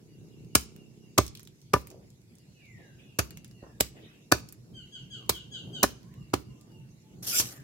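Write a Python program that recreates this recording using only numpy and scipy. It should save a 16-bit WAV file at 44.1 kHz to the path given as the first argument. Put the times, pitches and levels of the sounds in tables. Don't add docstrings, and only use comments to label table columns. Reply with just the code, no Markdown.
import sys
import numpy as np
from scipy import signal
from scipy.fft import rfft, irfft, next_fast_len
from scipy.io import wavfile
from scipy.ndimage import uniform_filter1d, map_coordinates

SR = 44100
rng = np.random.default_rng(int(sys.argv[2]) if len(sys.argv) > 2 else 0)


def unload_audio(sound):
    columns = np.transpose(np.atleast_2d(sound))
    steps = np.round(np.clip(columns, -1, 1) * 32767)
    wavfile.write(sys.argv[1], SR, steps.astype(np.int16))


N = 336483


def amp(db):
    return 10 ** (np.asarray(db) / 20)


def unit(x):
    return x / np.sqrt(np.mean(x ** 2) + 1e-20)


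def along(points, hz):
    point_hz, value = np.transpose(points)
    return np.interp(np.log(hz + 1), np.log(point_hz + 1), value)


def curves(rows):
    s, *columns = np.transpose(rows)
    return [np.interp(np.arange(N) / SR, s, column) for column in columns]


def gate(rows, edge_s):
    t = np.arange(N) / SR
    return np.clip(np.minimum(t - rows[0][0], rows[-1][0] - t) / edge_s, 0, 1)


def wobble(rate_hz):
    knots = rng.standard_normal(int(N * rate_hz / SR) + 4)
    return map_coordinates(knots, [np.arange(N) * rate_hz / SR])


def filtered(x, response):
    n = x.shape[-1]
    padded = next_fast_len(n + 4096)
    return irfft(rfft(x, padded) * response(np.fft.rfftfreq(padded, 1 / SR)), padded)[..., :n]


def resonance(f, centre_hz, width_hz):
    damping = 1j * f * width_hz
    return damping / (centre_hz * centre_hz - f * f + damping)


def progress(length_s):
    return np.arange(round(length_s * SR)) / (length_s * SR)


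def add(out, s, x):
    part = out[..., round(s * SR):][..., :x.shape[-1]]
    part += x[..., :part.shape[-1]]


# hz [Hz], likeness [-1 to 1]
STEREO_LIKENESS = [(60, .85), (130, 0.96), (290, 0.69), (640, 0.49), (1400, -0.3), (3100, -0.19),
                   (7000, -0.31), (15000, 0.81)]


def pair(two, spectrum, tilt_db=0):
    turn = lambda hz: np.arccos(np.clip(along(STEREO_LIKENESS, hz), -1, 1)) / 2
    gain = lambda hz: amp(along(spectrum, hz) + tilt_db * np.log2(hz / 5000 + 1e-3))
    mid, side = filtered(two, lambda hz: gain(hz) * [np.cos(turn(hz)), np.sin(turn(hz))])
    return np.array([mid + side, mid - side])


def rush(spectrum, patchy_db):
    bins = signal.stft(rng.standard_normal((2, N)), nperseg=512)[2]
    field = uniform_filter1d(rng.standard_normal(bins.shape[1:]), size=6, axis=0)
    field = uniform_filter1d(field, size=10, axis=1)
    patchy = signal.istft(bins * amp(patchy_db * unit(field)), nperseg=512)[1][:, :N]
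    return unit(pair(patchy, spectrum))


# hz [Hz], t60_s [s]
GARDEN_DECAY = [(100, 0.51), (500, 0.12), (2000, 0.14), (6000, 0.14), (15000, 0.045)]


def echoes(x, longer=1):
    hz, t, bins = signal.stft(rng.standard_normal((2, SR // 2)), SR, nperseg=256)
    t60_s = longer * along(GARDEN_DECAY, hz)[:, None]
    tail = signal.istft(bins * amp(-60 * t / t60_s), SR, nperseg=256)[1]
    return signal.fftconvolve(np.atleast_2d(x), tail / np.linalg.norm(tail[0]), axes=1)


# start_s [s], rumble_db [dB], wind_db [dB]
AIR_LEVELS = [(0.0, -58.5, -59.5), (0.55, -52.5, -60), (0.74, -55.5, -59), (1.08, -60, -63),
              (1.59, -60, -67), (1.89, -55, -60), (2.08, -55.5, -62.5), (2.59, -60, -63), (2.83, -57, -61),
              (3.91, -54, -58.5), (4.14, -60, -58.5), (4.57, -53, -60.5), (5.63, -51.5, -56.5),
              (5.74, -46.5, -48), (5.95, -50, -56), (7.01, -53.5, -61), (7.46, -48, -54), (7.63, -52, -59)]
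# hz [Hz], density_db [dB per Hz]
RUMBLE_COLOUR = [(12, -52), (20, -12), (91, -11), (118, 0.5), (231, -11), (259, -29), (300, -15),
                 (390, -27), (660, -120)]
BREEZE_COLOUR = [(88, -23), (150, -2), (364, -7), (409, -8.5), (892, -30.5), (1030, -39), (1500, -33.5),
                 (1950, -69), (3300, -120)]
LEAF_COLOUR = [(600, -38.5), (900, -12), (1300, -17.5), (2200, -10), (3300, -13.5), (4400, -11),
               (7200, -11), (8000, -16.5), (9500, -29.5), (12000, -61)]
LEAVES_DB, TOP_HISS_DB = -69.5, -78


def air():
    rumble_db, wind_db = curves(AIR_LEVELS)
    rumble = amp(rumble_db + 3.3 * wobble(14)) * rush(RUMBLE_COLOUR, patchy_db=2.0)
    lumps_db = 2.4 * wobble(16)
    wind = amp(wind_db + lumps_db) * rush(BREEZE_COLOUR, patchy_db=0.0)
    gust_colour = [(400, -26.5), (650, 1.0), (1500, -13.0), (2400, -23.5)]
    gusts = amp(1.1 * (wind_db + 48.5) - 64.5 + lumps_db) * rush(gust_colour, patchy_db=1.0)
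    top_colour = [(6500, -25.0), (8200, -6), (11400, 1.5), (11900, -4.0), (16500, -10)]
    top = amp(TOP_HISS_DB) * rush(top_colour, patchy_db=1.2)
    leaves = amp(LEAVES_DB + 0.33 * wobble(4.1)) * rush(LEAF_COLOUR, patchy_db=3.4)
    return rumble + wind + gusts + top + leaves


# start_s [s], firing_rate_hz [firings per s], level_db [dB]
ENGINE_RUN = [(0, 31.7, -58), (.2, 31.7, -56.5), (.5, 31.7, -55), (.9, 31.5, -57), (1.2, 31, -58.5),
              (1.7, 30, -68)]
# centre_hz [Hz], width_hz [Hz], gain_db [dB]
EXHAUST_PIPE = [(140, 43, 0), (227, 23, 2.5), (340, 80, -0.5), (427, 96, -3.5), (780, 120, -23)]


def engine():
    rate_hz, level_db = curves(ENGINE_RUN)
    cycles = np.cumsum(rate_hz) / SR + .22
    fired = np.diff(np.floor(cycles), prepend=0) * amp(1.5 * wobble(30))

    def pipe(f):
        modes = enumerate(EXHAUST_PIPE)
        body = sum((-1) ** k * amp(db) * resonance(f, centre, width) for k, (centre, width, db) in modes)
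        return body / (1 + 1j * f / 500) ** 2

    puffs = amp(level_db) * gate(ENGINE_RUN, .01) * unit(filtered(fired, pipe))
    return puffs + amp(-8) * echoes(puffs)[:, :N]


# start_s [s], length_s [s], from_hz [Hz], to_hz [Hz], level_db [dB]
FAR_WHISTLES = [(1.905, 0.1126, 536, 421, -68.5), (2.546, .38, 2688, 1492, -68.5),
                (2.765, .16, 3720, 4000, -85), (2.99, 0.073, 2610, 2490, -74.5),
                (2.995, 0.095, 3640, 3270, -81), (3.56, .22, 2025, 1597, -78), (4.02, .17, 2410, 2820, -76),
                (5.16, 0.12, 1440, 900, -71), (5.994, 0.1, 905, 1157, -73), (6.06, 0.089, 1390, 2205, -79),
                (6.09, .12, 906, 1227, -74), (6.455, 0.084, 970, 1067, -74), (6.58, 0.062, 1220, 1154, -79),
                (6.698, 0.044, 924, 860, -70.5), (7.032, 0.0576, 890, 848, -73),
                (7.5, 0.13, 2100, 1543, -70)]
# start_s [s], level_db [dB]
REPEATED_PEEPS = [(0.072, -80), (0.275, -77.5), (0.496, -72.5), (0.736, -75.5), (0.984, -77.5),
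                  (2.354, -85), (2.536, -74.5), (2.804, -78.5), (3.031, -74), (3.259, -72.5), (3.493, -74),
                  (4.095, -83.5), (6.147, -74.5), (6.436, -78), (6.686, -74.5), (6.951, -89)]
PEEP_S, PEEP_FROM_HZ, PEEP_TO_HZ = 0.13, 2940, 2640


def far_birds():
    whistles = np.zeros(N)
    quaver = 1 + .009 * wobble(150)
    peeps = [(s, PEEP_S, PEEP_FROM_HZ, PEEP_TO_HZ, db) for s, db in REPEATED_PEEPS]
    for s, length_s, from_hz, to_hz, level_db in list(FAR_WHISTLES) + peeps:
        u = progress(length_s)
        glide_hz = from_hz * (to_hz / from_hz) ** (1 - (1 - u) ** 1.1)
        hz = glide_hz * np.roll(quaver, -round(s * SR))[:len(u)]
        tone = np.sin(2 * np.pi * np.cumsum(hz) / SR)
        add(whistles, s, amp(level_db) * np.sin(np.pi * u) ** .5 * tone)
    brightened = filtered(whistles, lambda hz: amp(along([(900, -5.5), (2500, -0.5)], hz)))
    return amp(1.5) * whistles + amp(11) * echoes(brightened, longer=4.3)[:, :N]


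# start_s [s], length_s [s], level_db [dB before the fade]
HOARSE_CHATTER = [(2.76, 0.21, -66), (2.974, 0.21, -65.5), (3.944, 0.28, -57.5)]


def hoarse_bird():
    swell = np.zeros(N)
    for s, length_s, level_db in HOARSE_CHATTER:
        u = progress(length_s)
        add(swell, s, amp(level_db) * np.minimum(u / .12, 1) * (1 - u) ** .6)
    return swell * rush([(1400, -18), (2000, -10.5), (2700, -5), (3900, -12), (4500, -36)], patchy_db=4.5)


# start_s [s], steady_s [s], from_hz [Hz], level_db [dB before the mix], halfway_share [0-1]
NEAR_CHEEPS = [(4.732, 0.035, 1580, -55.5, 0.04), (4.913, 0.015, 1661, -50, .22),
               (5.097, 0.016, 1660, -48, 0.27), (5.312, 0.015, 1672, -49, 0.7),
               (5.507, .02, 1651, -46, 0.7), (5.719, .025, 1599, -47, 0.7)]
# hz [Hz], gain_db [dB]
THROAT_COLOUR = [(1500, -9), (2250, -40), (2650, -1), (3100, 0), (3900, -4), (4800, -9), (5600, -28),
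                 (6500, -7), (7300, -11), (8000, -19), (10000, -36)]
FALL_S, FALL_TO_HZ = 0.069, 1324


def near_bird():
    near = np.zeros(N)
    rough = 1 + .006 * wobble(200)
    for s, steady_s, from_hz, level_db, halfway_share in NEAR_CHEEPS:
        length_s = steady_s + FALL_S
        t = np.arange(round(length_s * SR)) / SR
        hz = np.interp(t, [steady_s, length_s], [from_hz, FALL_TO_HZ]) * rough[round(s * SR):][:len(t)]
        halfway = np.clip(halfway_share, 0, 1) * np.clip((t - .022) / 0.013, 0, 1)
        half_phase = np.pi * np.cumsum(hz) / SR
        stack = np.zeros(len(t))
        for k in range(2, 13):
            share = halfway if k % 2 else 1
            stack += share * amp(along(THROAT_COLOUR, hz * k / 2)) * np.sin(k * half_phase)
        envelope = np.clip(np.minimum(t / 0.018, (length_s - t) / 0.056), 0, 1)
        add(near, s, amp(level_db) * envelope * stack)
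    foliage = [(1500, -9), (2800, 1.5), (4500, -8), (8000, -7.5)]
    dulled = filtered(near, lambda hz: amp(along(foliage, hz)))
    return near * amp([[-5.5], [-3.5]]) + amp(9.5) * echoes(dulled, longer=2.9)[:, :N]


# start_s [s], length_s [s], level_db [dB before the fade], top_hz [Hz]
STAKE_SHUFFLES = [(1.893, 0.18, -53, 798), (2.773, 0.2, -58.5, 878), (3.621, 0.13, -52.5, 1500),
                  (3.939, .16, -52.5, 698), (5.607, 0.34, -55, 780)]


def shuffles():
    out = np.zeros((2, N))
    for s, length_s, level_db, top_hz in STAKE_SHUFFLES:
        u = progress(length_s)
        grains = rng.standard_normal((2, len(u))) * amp(2.0 * wobble(170)[:len(u)])
        colour = [(150, -20), (330, 0), (top_hz * 0.73, -6), (top_hz, -12), (top_hz * 2.0, -35), (6000, -90)]
        envelope = np.minimum(u / 0.11, 1) * (1 - u) ** .8
        add(out, s, amp(level_db) * envelope * unit(pair(grains, colour)))
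    return out


# start_s [s], tick_peak_db [dB before panning], pitch_hz [Hz], tap_db [dB relative to the tick]
CHIP_LANDINGS = [(0.7628, -56, 5600, 13.5), (1.265, -31, 7420, -15), (1.279, -32, 5300, -26),
                 (1.3518, -30, 4160, -22), (1.3727, -37, 4300, -13), (1.3953, -38, 6750, -4),
                 (1.404, -39, 5950, -19), (1.4311, -40, 11540, -7), (1.4517, -44.5, 6480, -24),
                 (1.4735, -36, 3950, -9), (1.616, -47, 6100, -26), (1.8713, -38, 11130, 0),
                 (1.9028, -38, 7400, -15), (1.914, -47.5, 6670, 3), (2.1036, -47, 6840, -30),
                 (2.354, -46, 9670, -33.5), (2.3844, -49, 6720, -14.5), (3.3069, -39, 4540, 5.5),
                 (3.3725, -35, 6570, -2), (3.4458, -36, 6850, -3.5), (3.479, -50, 11050, -30),
                 (3.512, -46.5, 5235, -3.5), (4.488, -35.5, 6030, -33), (4.5246, -31, 12500, -11.5),
                 (6.0307, -49, 5070, -8), (6.14, -55, 7000, 8), (6.6114, -45.5, 7380, -21)]
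CHIP_T60_S = 0.015
CRUMB_DB, CRUMB_HZ, CRUMB_TAP_DB = -55.5, 5500, -10.5


def chips():
    out, t = np.zeros((2, N)), np.arange(SR // 20) / SR
    landings = list(CHIP_LANDINGS)
    for when, size, pitch in rng.random((2 * N // SR, 3)):
        crumb_db, crumb_hz = CRUMB_DB + 6 * (size - .5), CRUMB_HZ * (.7 + .6 * pitch)
        landings.append((when * N / SR, crumb_db, crumb_hz, CRUMB_TAP_DB))
    for s, tick_db, hz, tap_db in landings:
        puffs = rng.standard_normal((2, 2, len(t))) * amp(-60 * t / CHIP_T60_S)
        tick = pair(puffs[0], [(1500, -30), (hz * 0.5, -9), (hz, 0), (hz * 1.3, -8), (21000, -16)])
        tap = pair(puffs[1], [(500, -30.5), (900, 8.5), (2600, 13.5), (4000, 4)])
        both = amp(tick_db) * (tick / abs(tick).max() + amp(tap_db) * tap / abs(tap).max())
        add(out, s, both * amp([[-1], [1]]))
        add(out, s + 0.0027, amp(-7.0) * echoes(both))
    return out


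# start_s [s], rasp_db [dB before grit]
SHAVE_STROKE = [(7.222, -70), (7.228, -39.5), (7.265, -41.5), (7.271, -31), (7.34, -28), (7.396, -23),
                (7.412, -26), (7.424, -39), (7.49, -42), (7.565, -58), (7.63, -69)]
# hz [Hz], density_db [dB per Hz]
SKIN_COLOUR = [(880, -38), (1500, -19), (1970, -40), (2130, -13.5), (3550, -9.5), (5750, -0.5), (8260, -8),
               (14300, -8.5), (16000, -22), (16500, -25)]
# [dB, not played]
BLADE_BANDS = [(5570, 75, 0), (7300, 41, -1), (7560, 160, -1), (8800, 67, -2), (11300, 46, -1),
               (12500, 36, -2), (12900, 110, -3), (14400, 50, 0)]
# [s, nominal]
WOOD_MODES = [(67.3, -5, 0.25), (109.5, 5, 0.076), (178, 0, 0.053), (288, 1, 0.028), (395, -2, 0.036),
              (590, -1, 0.03), (765, -7, 0.031), (1002, -9.5, 0.025), (1206, 1, 0.014), (1487, -0.5, 0.028),
              (1733, -2.5, 0.036), (2220, -17, 0.011)]
SING_DB = 3.5
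SHAKE_DB, SHAKE_GROWS = -47, 0.41
SQUEAK_S, SQUEAK_HALF_S, SQUEAK_HZ, SQUEAK_DB = 7.345, 0.02, 1410, -41.5


def shave():
    rasp_db, = curves(SHAVE_STROKE)
    grit = amp(1.8 * wobble(700) + 1.3 * wobble(70))
    cane = lambda f: sum(amp(db) * resonance(f, centre, 150) for centre, db, _ in WOOD_MODES[3:])
    wood = unit(filtered(pair(rng.standard_normal((2, N)), [(100, 0)]), cane))
    shaken = amp(SHAKE_DB + SHAKE_GROWS * (rasp_db + 27)) * wood
    t = np.arange(N) / SR
    slip = np.sin(2 * np.pi * np.cumsum(SQUEAK_HZ + 60 * wobble(60)) / SR)
    squeak = amp(SQUEAK_DB) * np.exp(-((t - SQUEAK_S) / SQUEAK_HALF_S) ** 2) * slip
    steel = lambda f: amp(SING_DB * sum(1 / (1 + (2 * (f - c) / w) ** 2) for c, w, _ in BLADE_BANDS))
    rasp = unit(filtered(rush(SKIN_COLOUR, patchy_db=4), steel))
    return squeak + gate(SHAVE_STROKE, .002) * grit * (amp(rasp_db) * rasp + shaken)


# start_s [s], crack_db, thump_db, block_db, cane_db, cane_top_db [dB], cut_ms [ms],
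# land_ms [ms until the blade lands], crack_t60_ms [ms], tilt_db [dB per octave],
# ring_freedom [factor on wood decay above 900 Hz]
CHOP_BLOWS = [(0.5502, -6.5, -26, -17.5, -22, -24, 3.9, 3.37, 21.6, 4, 1.57),
              (1.1773, -8.5, -21.5, -11, -7.5, -30.5, 6.1, 9.15, 18, 2, 1.38),
              (1.2064, -51.5, -43.5, -31, -36, -49, 2.8, 1.5, 18, -0.9, 1.1),
              (1.7332, -13.5, -23.5, -14, -9.5, -28, 5, 5.3, 19.7, -0.5, 2.8),
              (1.761, -44, -49.5, -25.5, -22, -44, 2.5, 2, 16, -6, 1.6),
              (3.1866, -15, -27.5, -27.5, -20.5, -23, 3.86, 4.47, 41, 2, 1.25),
              (3.622, -64.5, -46.5, -43, -59.5, -58.5, 2.4, 4.2, 40, -1, 0.56),
              (3.8014, -11.5, -31, -19.5, -25, -30, 8.8, 5.05, 12.6, 3.5, 0.62),
              (4.3153, -11, -24.5, -13, -9.5, -13, 8.8, 7.04, 9.1, 3, 1.2),
              (4.344, -54, -47, -30.5, -41.5, -43.5, 2.7, 1.5, 20, 0.5, 0.88),
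              (5.2924, -12, -34.5, -38.5, -35, -31, 4.1, 6.3, 27.7, 4.5, 0.64),
              (5.8284, -11, -30, -12.5, -6.5, -16, 3.5, 10.2, 46, 2.5, 1),
              (6.3333, -18.5, -31.5, -22.5, -16, -30, 7.3, 4.3, 28, -0.9, 1.26),
              (7.396, -25.5, -39.5, -37.5, -51, -30.5, 2.6, 4.04, 150, 2.54, .8)]
# hz [Hz], density_db [dB per Hz]
FIBRE_COLOUR = [(150, -33), (250, 0.5), (454, 3.5), (809, -3), (1190, -1), (1840, -12.5), (2160, -6),
                (3230, -10.5), (6520, -10.5), (8930, -17.5), (14900, -17.5), (16500, -22)]
# hz [Hz], left_minus_right_db [dB]
BLOW_LEAN = [(60, -4.5), (200, -2), (400, -4.5), (700, -4.5), (1300, 2), (4400, 1), (15000, -3)]
RING_RISE_S = 0.00055
UNEVEN_DB = 2.5
ECHO_DB, SPLIT_DB = -13.5, -32.5


def wood_ring(t, levels_db, land_ms, freedom):
    ring = np.zeros(len(t))
    for hz, mode_db, t60_s in WOOD_MODES:
        level_db = levels_db[np.searchsorted([200, 900, 1350], hz)]
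        t60_s = t60_s * freedom if hz > 900 else t60_s
        for start_ms, share_db in ((0, -15), (land_ms, 0)):
            u = np.maximum(t * 1000 - start_ms, 0) / 1000
            swing = np.sin(2 * np.pi * hz * (1 + rng.normal(0, .012)) * u)
            decay_db = level_db + mode_db + share_db + rng.normal(0, 1.4) - 60 * u / t60_s
            ring += rng.choice([-1, 1]) * amp(decay_db) * swing * (1 - np.exp(-u / RING_RISE_S))
    return ring


def lean(hz):
    early = np.exp(2j * np.pi * hz * 5e-5 * np.array([[1], [-1]]))
    return amp(along(BLOW_LEAN, hz) * [[.5], [-.5]]) * early


def chops():
    out, t = np.zeros((2, N)), np.arange(SR // 4) / SR
    ms = t * 1000
    split_colour = [(700, -31), (1500, -7.0), (3200, -6.0), (5500, -3.0), (7500, -7.5), (16500, -9.5)]
    for s, crack_db, *levels_db, cut_ms, land_ms, t60_ms, tilt_db, freedom in CHOP_BLOWS:
        swell = np.minimum(ms / cut_ms, 1)
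        shape = swell ** 1.3 * amp(-60 * np.maximum(ms - cut_ms, 0) / t60_ms)
        bursts = amp(3.6 * rng.standard_normal(len(t) // 16 + 1)).repeat(16)[:len(t)]
        snaps = rng.standard_normal((2, len(t))) * bursts
        bumps = np.c_[np.geomspace(1500, 17000, 40), UNEVEN_DB * rng.standard_normal(40)]
        fibres = filtered(pair(snaps, FIBRE_COLOUR, tilt_db), lambda hz: amp(along(bumps, hz)))
        crack = amp(crack_db) * shape * unit(fibres)
        ring = wood_ring(t, levels_db, land_ms, freedom)
        add(out, s, filtered(crack + ring, lean))
        split = unit(pair(snaps[:, ::-1], split_colour))
        fading = amp(-120 * t) / (1 + np.exp((ms - 95) / 8))
        add(out, s, amp(crack_db + SPLIT_DB) * fading * swell * split)
        blow = crack + ring * amp(-8.0)
        walls = echoes(blow) + amp(-9.5) * echoes(blow, longer=3.2)
        add(out, s + .004, amp(ECHO_DB) * walls)
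    return out


def scene():
    background = (air() + engine()) * amp([[-.6], [.6]])
    birds = far_birds() + hoarse_bird() + near_bird()
    return background + birds + shuffles() + chips() + shave() + chops()


TOP_HZ = 15900


def record(dry):
    heard = signal.sosfilt(signal.butter(3, 50, "high", fs=SR, output="sos"), dry)
    heard = heard / (1 + abs(heard / .95) ** 4) ** (1 / 4)
    return filtered(heard, lambda hz: amp(-60 * np.clip((hz - TOP_HZ) / 900, 0, 2)))


dry = scene()
out = record(dry)
unload_audio(out)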